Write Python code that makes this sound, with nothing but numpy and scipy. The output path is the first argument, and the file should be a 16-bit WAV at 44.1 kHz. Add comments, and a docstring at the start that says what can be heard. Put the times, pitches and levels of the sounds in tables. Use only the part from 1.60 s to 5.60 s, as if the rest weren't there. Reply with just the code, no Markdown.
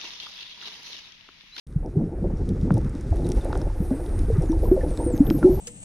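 """Dolphins from a swimmer's camera

Under water, dolphins whistle near a camera carried by a swimmer. Water rumbles and sloshes
around the housing, small bubbles burble, large ones gulp, and sharp snaps and dull knocks
prick a faint sea hiss. The recorder mirrors the highest whistle notes."""
import sys
import numpy as np
from scipy import signal
from scipy.fft import rfft, irfft
from scipy.io import wavfile
from scipy.ndimage import uniform_filter1d, map_coordinates

SR = 44100
rng = np.random.default_rng(int(sys.argv[2]) if len(sys.argv) > 2 else 0)


def store_pcm(level_fs):
    """Save levels as 16-bit WAV."""
    pcm = np.round(np.clip(level_fs, -1, 1) * 32767).astype(np.int16)
    wavfile.write(sys.argv[1], SR, np.atleast_2d(pcm).T)


N = 176400
TIME = np.arange(N) / SR


def amp(db):
    """Decibels to gain."""
    return 10 ** (np.asarray(db) / 20)


def unit(x):
    """Scales to rms 1."""
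    return x / np.sqrt(np.mean(x ** 2) + 1e-20)


def gain_at(spectrum, hz):
    """Reads a (Hz, dB) spectrum as gains."""
    points_hz, db = np.transpose(spectrum)
    return amp(np.interp(np.log(hz + 1), np.log(points_hz), db))


def level(table, column):
    """Reads one dB column of a timed table as a gain for every sample."""
    rows = np.array(table)
    return amp(np.interp(TIME, rows[:, 0], rows[:, column]))


def add(mix, start, sound):
    """Mixes a sound in at a time in seconds."""
    part = mix[max(round(start * SR), 0):][:len(sound)]
    part += sound[:len(part)]


def colour(x, spectrum):
    """Causal filter with the given spectrum, falling away above its last point."""
    hz = abs(np.fft.fftfreq(len(x), 1 / SR))
    gain = gain_at(spectrum, hz) / np.maximum(hz / spectrum[-1][0], 1) ** 2
    minimum_phase = np.exp(np.conj(signal.hilbert(np.log(gain))))
    return np.fft.ifft(np.fft.fft(x) * minimum_phase).real


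def wander(rate_hz):
    """Random drift of rms 1, moving at up to about rate_hz."""
    hz = np.fft.rfftfreq(N, 1 / SR)
    return unit(irfft(rfft(rng.standard_normal(N)) * np.exp(-(hz / rate_hz) ** 2), N))


def noise(spectrum, patch_db):
    """Shaped noise that swells in uneven patches."""
    return unit(colour(rng.standard_normal(N), spectrum) * amp(patch_db * wander(rate_hz=20.4)))


def pops(per_s, spread_db):
    """Random impulses, a few of them large."""
    size = amp(spread_db * np.minimum(rng.exponential(1, N), 4))
    return size * rng.choice([-1, 1], N) * (rng.random(N) < per_s / SR)


# Four bands of moving water, right at the camera. Each row: frequency in Hz, relative level in dB.
RUMBLE_SPECTRUM = [(8, -21), (20, -9), (32, 3), (70, -4.5), (100, -8.5), (170, -40)]
SLOSH_SPECTRUM = [(45, -39.5), (90, -2.5), (150, 0), (280, -8.5), (450, -14.5), (850, -49)]
BURBLE_SPECTRUM = [(180, -33), (300, -1), (360, -0.5), (430, -14.5), (500, -5.5), (600, -16), (880, -17.5),
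                   (1150, -53)]
SPLASH_SPECTRUM = [(500, -19.5), (850, 0), (1400, 0), (2000, -5), (2600, -12.5), (4000, -35)]
# How they rise and fall. Each row: time in seconds, then rumble, slosh, burble and splash
# in dB, before each band's trim.
WATER_LEVELS = [(0.07, -42, -39, -61, -66.5), (0.2, -29, -44, -49.5, -65.5),
                (0.4, -37.0, -26.5, -34.5, -62.5), (0.55, -33, -37.5, -43, -61),
                (0.68, -27, -29.5, -37, -58.5), (0.92, -30.5, -31.5, -43.5, -57.5),
                (1.13, -23.5, -21.5, -38, -54.5), (1.4, -30.5, -37.5, -43.5, -53.5),
                (1.62, -25.5, -26.5, -33.5, -54), (1.9, -28.0, -34, -33, -51), (2.1, -24.5, -39, -36, -54),
                (2.45, -32.5, -36.5, -33.5, -53), (2.65, -20, -36, -36, -52),
                (2.85, -26.5, -36, -34.5, -52), (3.06, -22.5, -36.5, -31, -54.5),
                (3.37, -27, -36.0, -31, -53), (3.6, -27, -29, -32.5, -53), (3.8, -28.5, -28, -30.5, -52),
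                (3.99, -22, -29, -28, -56)]


def water():
    """Water pushed around the housing, from rumble up to surface splash."""
    rumble = amp(1) * level(WATER_LEVELS, column=1) * noise(RUMBLE_SPECTRUM, patch_db=1.5)
    slosh = amp(0.5) * level(WATER_LEVELS, column=2) * noise(SLOSH_SPECTRUM, patch_db=4.5)
    burble = amp(-1) * level(WATER_LEVELS, column=3) * noise(BURBLE_SPECTRUM, patch_db=5)
    splash = amp(-0.5) * level(WATER_LEVELS, column=4) * noise(SPLASH_SPECTRUM, patch_db=1.5)
    return rumble + slosh + burble + splash


def bubble(hz, decay_s, glide):
    """An air pocket swells and rings down; its pitch starts low by the share glide and settles."""
    swell_cycles, glide_s = 0.84, 0.0038
    t = TIME[:SR // 3]
    turns = hz * (t - glide * glide_s * (1 - np.exp(-t / glide_s)))
    swell = 1 - np.exp(-(t * hz / swell_cycles) ** 2)
    return swell * np.exp(-t / decay_s) * np.sin(2 * np.pi * turns)


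def small_bubbles(sizes=24, per_s=150, ring_cycles=4.5, db_per_octave=-11):
    """A swarm of small bubbles of many sizes, following the level of the burble."""
    swarm, pitches = np.zeros(N), np.geomspace(300, 1300, sizes)
    for hz in pitches:
        ring = bubble(hz, ring_cycles / hz, glide=0.17) * amp(db_per_octave * np.log2(hz / pitches[0]))
        swarm += signal.oaconvolve(pops(per_s / sizes, spread_db=3), ring)[:N]
    return amp(-5.5) * unit(swarm) * level(WATER_LEVELS, column=3)


# The sea's hiss and sizzle, and the ring of the housing around the microphones.
# Each row: frequency in Hz, relative level in dB.
HISS_SPECTRUM = [(1500, -8), (2500, 3), (3100, -0.5), (3700, 2.5), (4400, 2), (5600, 3.5), (7200, -0.5),
                 (9100, -1.5), (10500, -6.5), (12000, -13.5), (15000, -29.5)]
SIZZLE_SPECTRUM = [(7000, -21.5), (8500, -5.5), (9400, -2), (10200, -5.5), (11000, -11), (13000, -17.5)]
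HOUSING_RING = [(600, -15.5), (2000, -1.5), (2900, -2), (3700, 8), (4400, -2.5), (5600, 6), (7300, -7.5),
                (9200, 2.5), (11000, -10), (14000, -29)]
# The faint background. Each row: time in seconds, then hiss, crackle and sizzle in dB.
SEA_LEVELS = [(.07, -74.5, -73, -73.5), (.7, -68, -91, -74.5), (.85, -63.5, -70, -86.5),
              (1.5, -61.5, -61.5, -72), (1.75, -57, -60, -59.5), (2.1, -61, -83, -66),
              (2.25, -61, -67.5, -58), (3.2, -61, -70, -61), (3.95, -57.5, -80, -60.5)]


def sea():
    """Distant hiss, a fine crackle that rings the housing, and a thin high sizzle."""
    ticks = pops(per_s=200, spread_db=5.5)
    hiss = level(SEA_LEVELS, column=1) * noise(HISS_SPECTRUM, patch_db=1.6)
    crackle = level(SEA_LEVELS, column=2) * unit(colour(ticks, HOUSING_RING))
    sizzle = level(SEA_LEVELS, column=3) * noise(SIZZLE_SPECTRUM, patch_db=1.1)
    return hiss + crackle + sizzle


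# Single bubbles close to the camera.
# Each row: start in seconds, final pitch in Hz, gain in dB, decay time in seconds.
CLOSE_BUBBLES = [(0.158, 148.7, -1.5, 0.0072), (0.356, 408, -19, 0.013), (.366, 156.3, -3, 0.0093),
                 (0.401, 315, -20, 0.014), (0.649, 395, -16, 0.0072), (0.811, 424, -18.5, 0.0069),
                 (0.906, 64.2, -5.5, 0.012), (1.028, 176, -10, 0.01), (1.107, 190, -1.5, 0.0091),
                 (1.139, 113.5, -7.5, 0.021), (1.352, 303, -11, 0.0039), (1.509, 82, 0.5, 0.011),
                 (1.527, 660, -20.5, 0.0043), (1.63, 370, -13, 0.0035), (1.646, 3700, -45.5, .006),
                 (1.762, 55, 6, 0.0087), (1.81, 3500, -46.5, 0.01), (1.902, 837, -32, 0.0091),
                 (2.099, 875, -35.5, 0.0077), (2.201, 192, -4, 0.0062), (2.309, 267.8, -10.5, 0.02),
                 (2.7, 448, -14, 0.011), (2.722, 97, -7, 0.019), (2.755, 1210, -42, 0.022),
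                 (2.78, 150, -0.5, 0.0094), (2.895, 326, -12, 0.033), (2.928, 880, -30, 0.0086),
                 (3.054, 966, -34.5, 0.01), (3.113, 378.8, -4, 0.023), (3.173, 520, -18, 0.016),
                 (3.209, 1730, -37.5, 0.013), (3.233, 495, -19, 0.014), (3.401, 903, -33, 0.024),
                 (3.461, 350, -11.5, 0.013), (3.464, 489.4, -25, 0.086), (3.537, 340, -6.5, 0.0058),
                 (3.603, 292, 1.5, 0.012), (3.707, 343, -4, 0.0077), (3.742, 312, -9.5, 0.015),
                 (3.829, 1320, -27, 0.0089), (3.843, 374.1, -2.5, 0.04), (3.893, 368, -4.5, 0.013),
                 (3.921, 75, -8, 0.0045)]


def gulps(deep_below_hz=430):
    """Air pockets ring one by one: the deep ones bend up, the higher ones sink."""
    out = np.zeros(N)
    for start, hz, db, decay_s in CLOSE_BUBBLES:
        glide = 0.53 if hz < deep_below_hz else -0.1
        add(out, start, amp(db) * bubble(hz, decay_s, glide))
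    return out


# Gushes of water at the camera. Each row: start in seconds, gain in dB.
WATER_GUSHES = [(.251, -36.5), (0.409, -31.5), (0.584, -36.5), (0.641, -25), (1.592, -29.5), (1.853, -23),
                (2.306, -24.5), (3.11, -24.5), (3.163, -22), (3.92, -29)]


def gushes(attack_s=0.0026, decay_s=0.017, band_hz=(250, 640)):
    """Sudden shoves of churned water, each a short swell of low noise."""
    swell = np.zeros(N)
    for start, db in WATER_GUSHES:
        add(swell, start, amp(db) * np.minimum(TIME / attack_s, 1) * np.exp(-TIME / decay_s))
    band = signal.butter(4, band_hz, "bandpass", fs=SR, output="sos")
    return swell * unit(signal.sosfilt(band, rng.standard_normal(N)))


# Snaps heard through the housing. Each row: start in seconds, relative peak in dB,
# tone gain up to 3.5 kHz in dB, tone gain from 9.5 kHz in dB.
SHARP_SNAPS = [(.261, -48.5, -22, -19), (0.772, -49, -29, -24), (0.891, -37, -12, -11.5),
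               (1.141, -33.5, -25, -8), (1.1796, -41, -31, -10), (1.295, -41.5, -38, -10),
               (1.41, -42, -37, -10.5), (1.5603, -42.5, -23, 2), (1.6898, -33, -11, 2),
               (1.7187, -29, -20.5, -19), (1.847, -38, -8, 4), (1.928, -35.5, -5, -37),
               (1.9525, -39.5, -10, -23), (1.9758, -35.5, -25, -17), (2.0162, -37.5, -22, -27.5),
               (2.463, -39.5, -11, -26), (2.591, -35.5, -11, -14), (2.822, -41.5, -35, -13.5),
               (2.9192, -36, -19, -15), (3.3741, -33, -8.5, -15.5), (3.578, -36.5, -10.5, -7.5),
               (3.6679, -38, 12, -15), (3.702, -22, -9, -24)]


def snaps(decay_s=0.0006, tail_s=0.0035, tail_db=-14, trim_db=2.5):
    """Sharp cracks that ring the housing, each with its own brightness."""
    out, t = np.zeros(N), TIME[:2048]
    envelope = np.exp(-t / decay_s) + amp(tail_db) * np.exp(-t / tail_s)
    for start, db, low_db, high_db in SHARP_SNAPS:
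        ring = colour(rng.standard_normal(len(t)) * envelope, HOUSING_RING)
        crack = colour(ring, [(3500, low_db), (5600, -14.5), (9500, high_db), (15000, high_db)])
        add(out, start, amp(db + trim_db) * crack / abs(crack).max())
    return out


# Knocks on the housing itself. Each row: start in seconds, peak in dB.
HOUSING_KNOCKS = [(1.1063, -13), (1.93, -16), (1.955, -19.5), (2.016, -28), (3.708, -19), (3.829, -16.5)]
# Their dull tone. Each row: frequency in Hz, relative level in dB.
KNOCK_SPECTRUM = [(150, -4), (500, 4.5), (900, 4.5), (1150, 0), (1450, 3), (1900, -14), (3000, -28),
                  (6000, -44)]


def knocks(decay_s=0.0002):
    """Dull taps on the housing: an impulse with a trace of noise, its treble damped."""
    out, t = np.zeros(N), TIME[:2048]
    impact = (t == 0) + 0.26 * np.exp(-t / decay_s) * rng.standard_normal(len(t))
    tap = colour(impact, KNOCK_SPECTRUM)
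    for start, db in HOUSING_KNOCKS:
        add(out, start, amp(db) * tap / abs(tap).max())
    return out


# A whistle's second harmonic. Each row: frequency where it lands in Hz, gain in dB.
OCTAVE_GAINS = [(11500, -8), (12700, 5), (13500, -3), (15000, -19)]
BAND_EDGE_HZ = 15400


def whistle(contour, octave_db=0, trim_db=-3.5, flutter_db=3.2, waver=0.0035, fade_s=0.012):
    """A gliding tone with a quick, rough flutter; its octave is heard only when the pitch is low."""
    times, pitches, _ = np.transpose(contour)
    row = np.interp(TIME, times, np.arange(len(times)))
    spline_hz = map_coordinates(pitches, [row], order=3, mode="nearest")
    hz = uniform_filter1d(spline_hz, size=500) * (1 + waver * wander(rate_hz=300))
    phase = 2 * np.pi * np.cumsum(hz) / SR
    gate = np.clip(np.minimum(TIME - times[0], times[-1] - TIME) / fade_s + 1, 0, 1)
    flutter = amp(flutter_db * wander(rate_hz=240))
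    envelope = np.sqrt(2) * amp(trim_db) * gate * level(contour, column=2) * flutter
    octave_gain = amp(octave_db) * gain_at(OCTAVE_GAINS, 2 * hz) * (2 * hz < BAND_EDGE_HZ)
    return envelope * (np.sin(phase) + octave_gain * np.sin(2 * phase))


# The dolphins' calls: one far off, one short, then one near the microphones.
# Each row: time in seconds, pitch in Hz, relative level in dB.
FAR_CALL = [(2.17, 12600.0, -65), (2.22, 12000.0, -57), (2.29, 10600.0, -65), (2.32, 9250.0, -66),
            (2.36, 8400.0, -59), (2.445, 9300.0, -63.5), (2.54, 8620.0, -58), (2.575, 9000.0, -55),
            (2.64, 10100.0, -66)]
SHORT_CALL = [(2.84, 7070, -61), (2.87, 7120, -63), (2.895, 6140, -57), (2.912, 5560, -53),
              (2.926, 5850, -60)]
NEAR_CALL = [(2.985, 8900, -63), (3.03, 11200, -58), (3.05, 12000, -49), (3.08, 12300, -52),
             (3.115, 11950, -54), (3.16, 11100, -66), (3.21, 10950, -68), (3.26, 10150, -59),
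             (3.305, 9050, -51), (3.355, 7800, -54), (3.405, 8600, -47), (3.455, 9000, -41),
             (3.515, 8050, -48), (3.55, 6580, -54), (3.575, 6320, -52), (3.598, 7100, -59),
             (3.63, 10100, -61), (3.665, 12250, -44), (3.705, 13200, -47), (3.76, 12200, -44),
             (3.81, 10230, -56), (3.87, 10800, -64), (3.945, 11930, -45), (3.999, 11300, -60)]


def dolphins(surface_db=-6, surface_t60_s=0.055):
    """Three whistles, made to shimmer by many faint reflections from the rippled surface."""
    direct = whistle(SHORT_CALL, octave_db=-13) + whistle(FAR_CALL) + whistle(NEAR_CALL)
    t = TIME[:SR // 4]
    paths = rng.standard_normal(len(t)) * amp(-60 * t / surface_t60_s)
    reflected = signal.fftconvolve(direct, paths / np.linalg.norm(paths))[:N]
    return direct + amp(surface_db) * reflected


def scene():
    """Under water both microphones hear the same sound."""
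    mix = dolphins() + gulps() + small_bubbles() + gushes() + water() + sea() + snaps() + knocks()
    return np.array([mix, mix])


# Mirrored treble inside the camera. Each row: frequency where it lands in Hz, gain in dB.
MIRROR_GAINS = [(9000, -50), (10800, -24), (11800, -9), (12400, -5), (13200, -9), (14200, -19),
                (15200, -27)]
# The top treble leans to the left channel. Each row: frequency in Hz, left minus right in dB.
TREBLE_LEAN = [(10200, 0), (11500, 2), (12500, 5.5), (14000, 4)]


def record(dry, recorder_hz=24000, start_s=0.066, twist_rad_per_db=0.28):
    """The recorder opens, mirrors the treble about half its rate, leans it left and limits the band."""
    hz = np.fft.rfftfreq(N, 1 / SR)
    image = (np.conj(signal.hilbert(dry)) * np.exp(2j * np.pi * recorder_hz * TIME)).real
    spectrum = rfft(dry) + rfft(image) * gain_at(MIRROR_GAINS, hz) * (hz < BAND_EDGE_HZ)
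    lean_db = 20 * np.log10(gain_at(TREBLE_LEAN, hz))
    lean = amp(lean_db / 2) * np.exp(0.5j * twist_rad_per_db * lean_db)  # phase parts along with level
    stereo = irfft(spectrum * np.array([lean, 1 / lean]), N)
    opening = np.clip((TIME - start_s) / 0.003, 0, 1)
    lowpass = signal.firwin(511, BAND_EDGE_HZ, window=("kaiser", 9), fs=SR)
    return signal.oaconvolve(stereo * opening, lowpass[None], "same")


dry = scene()
out = record(dry)
store_pcm(out)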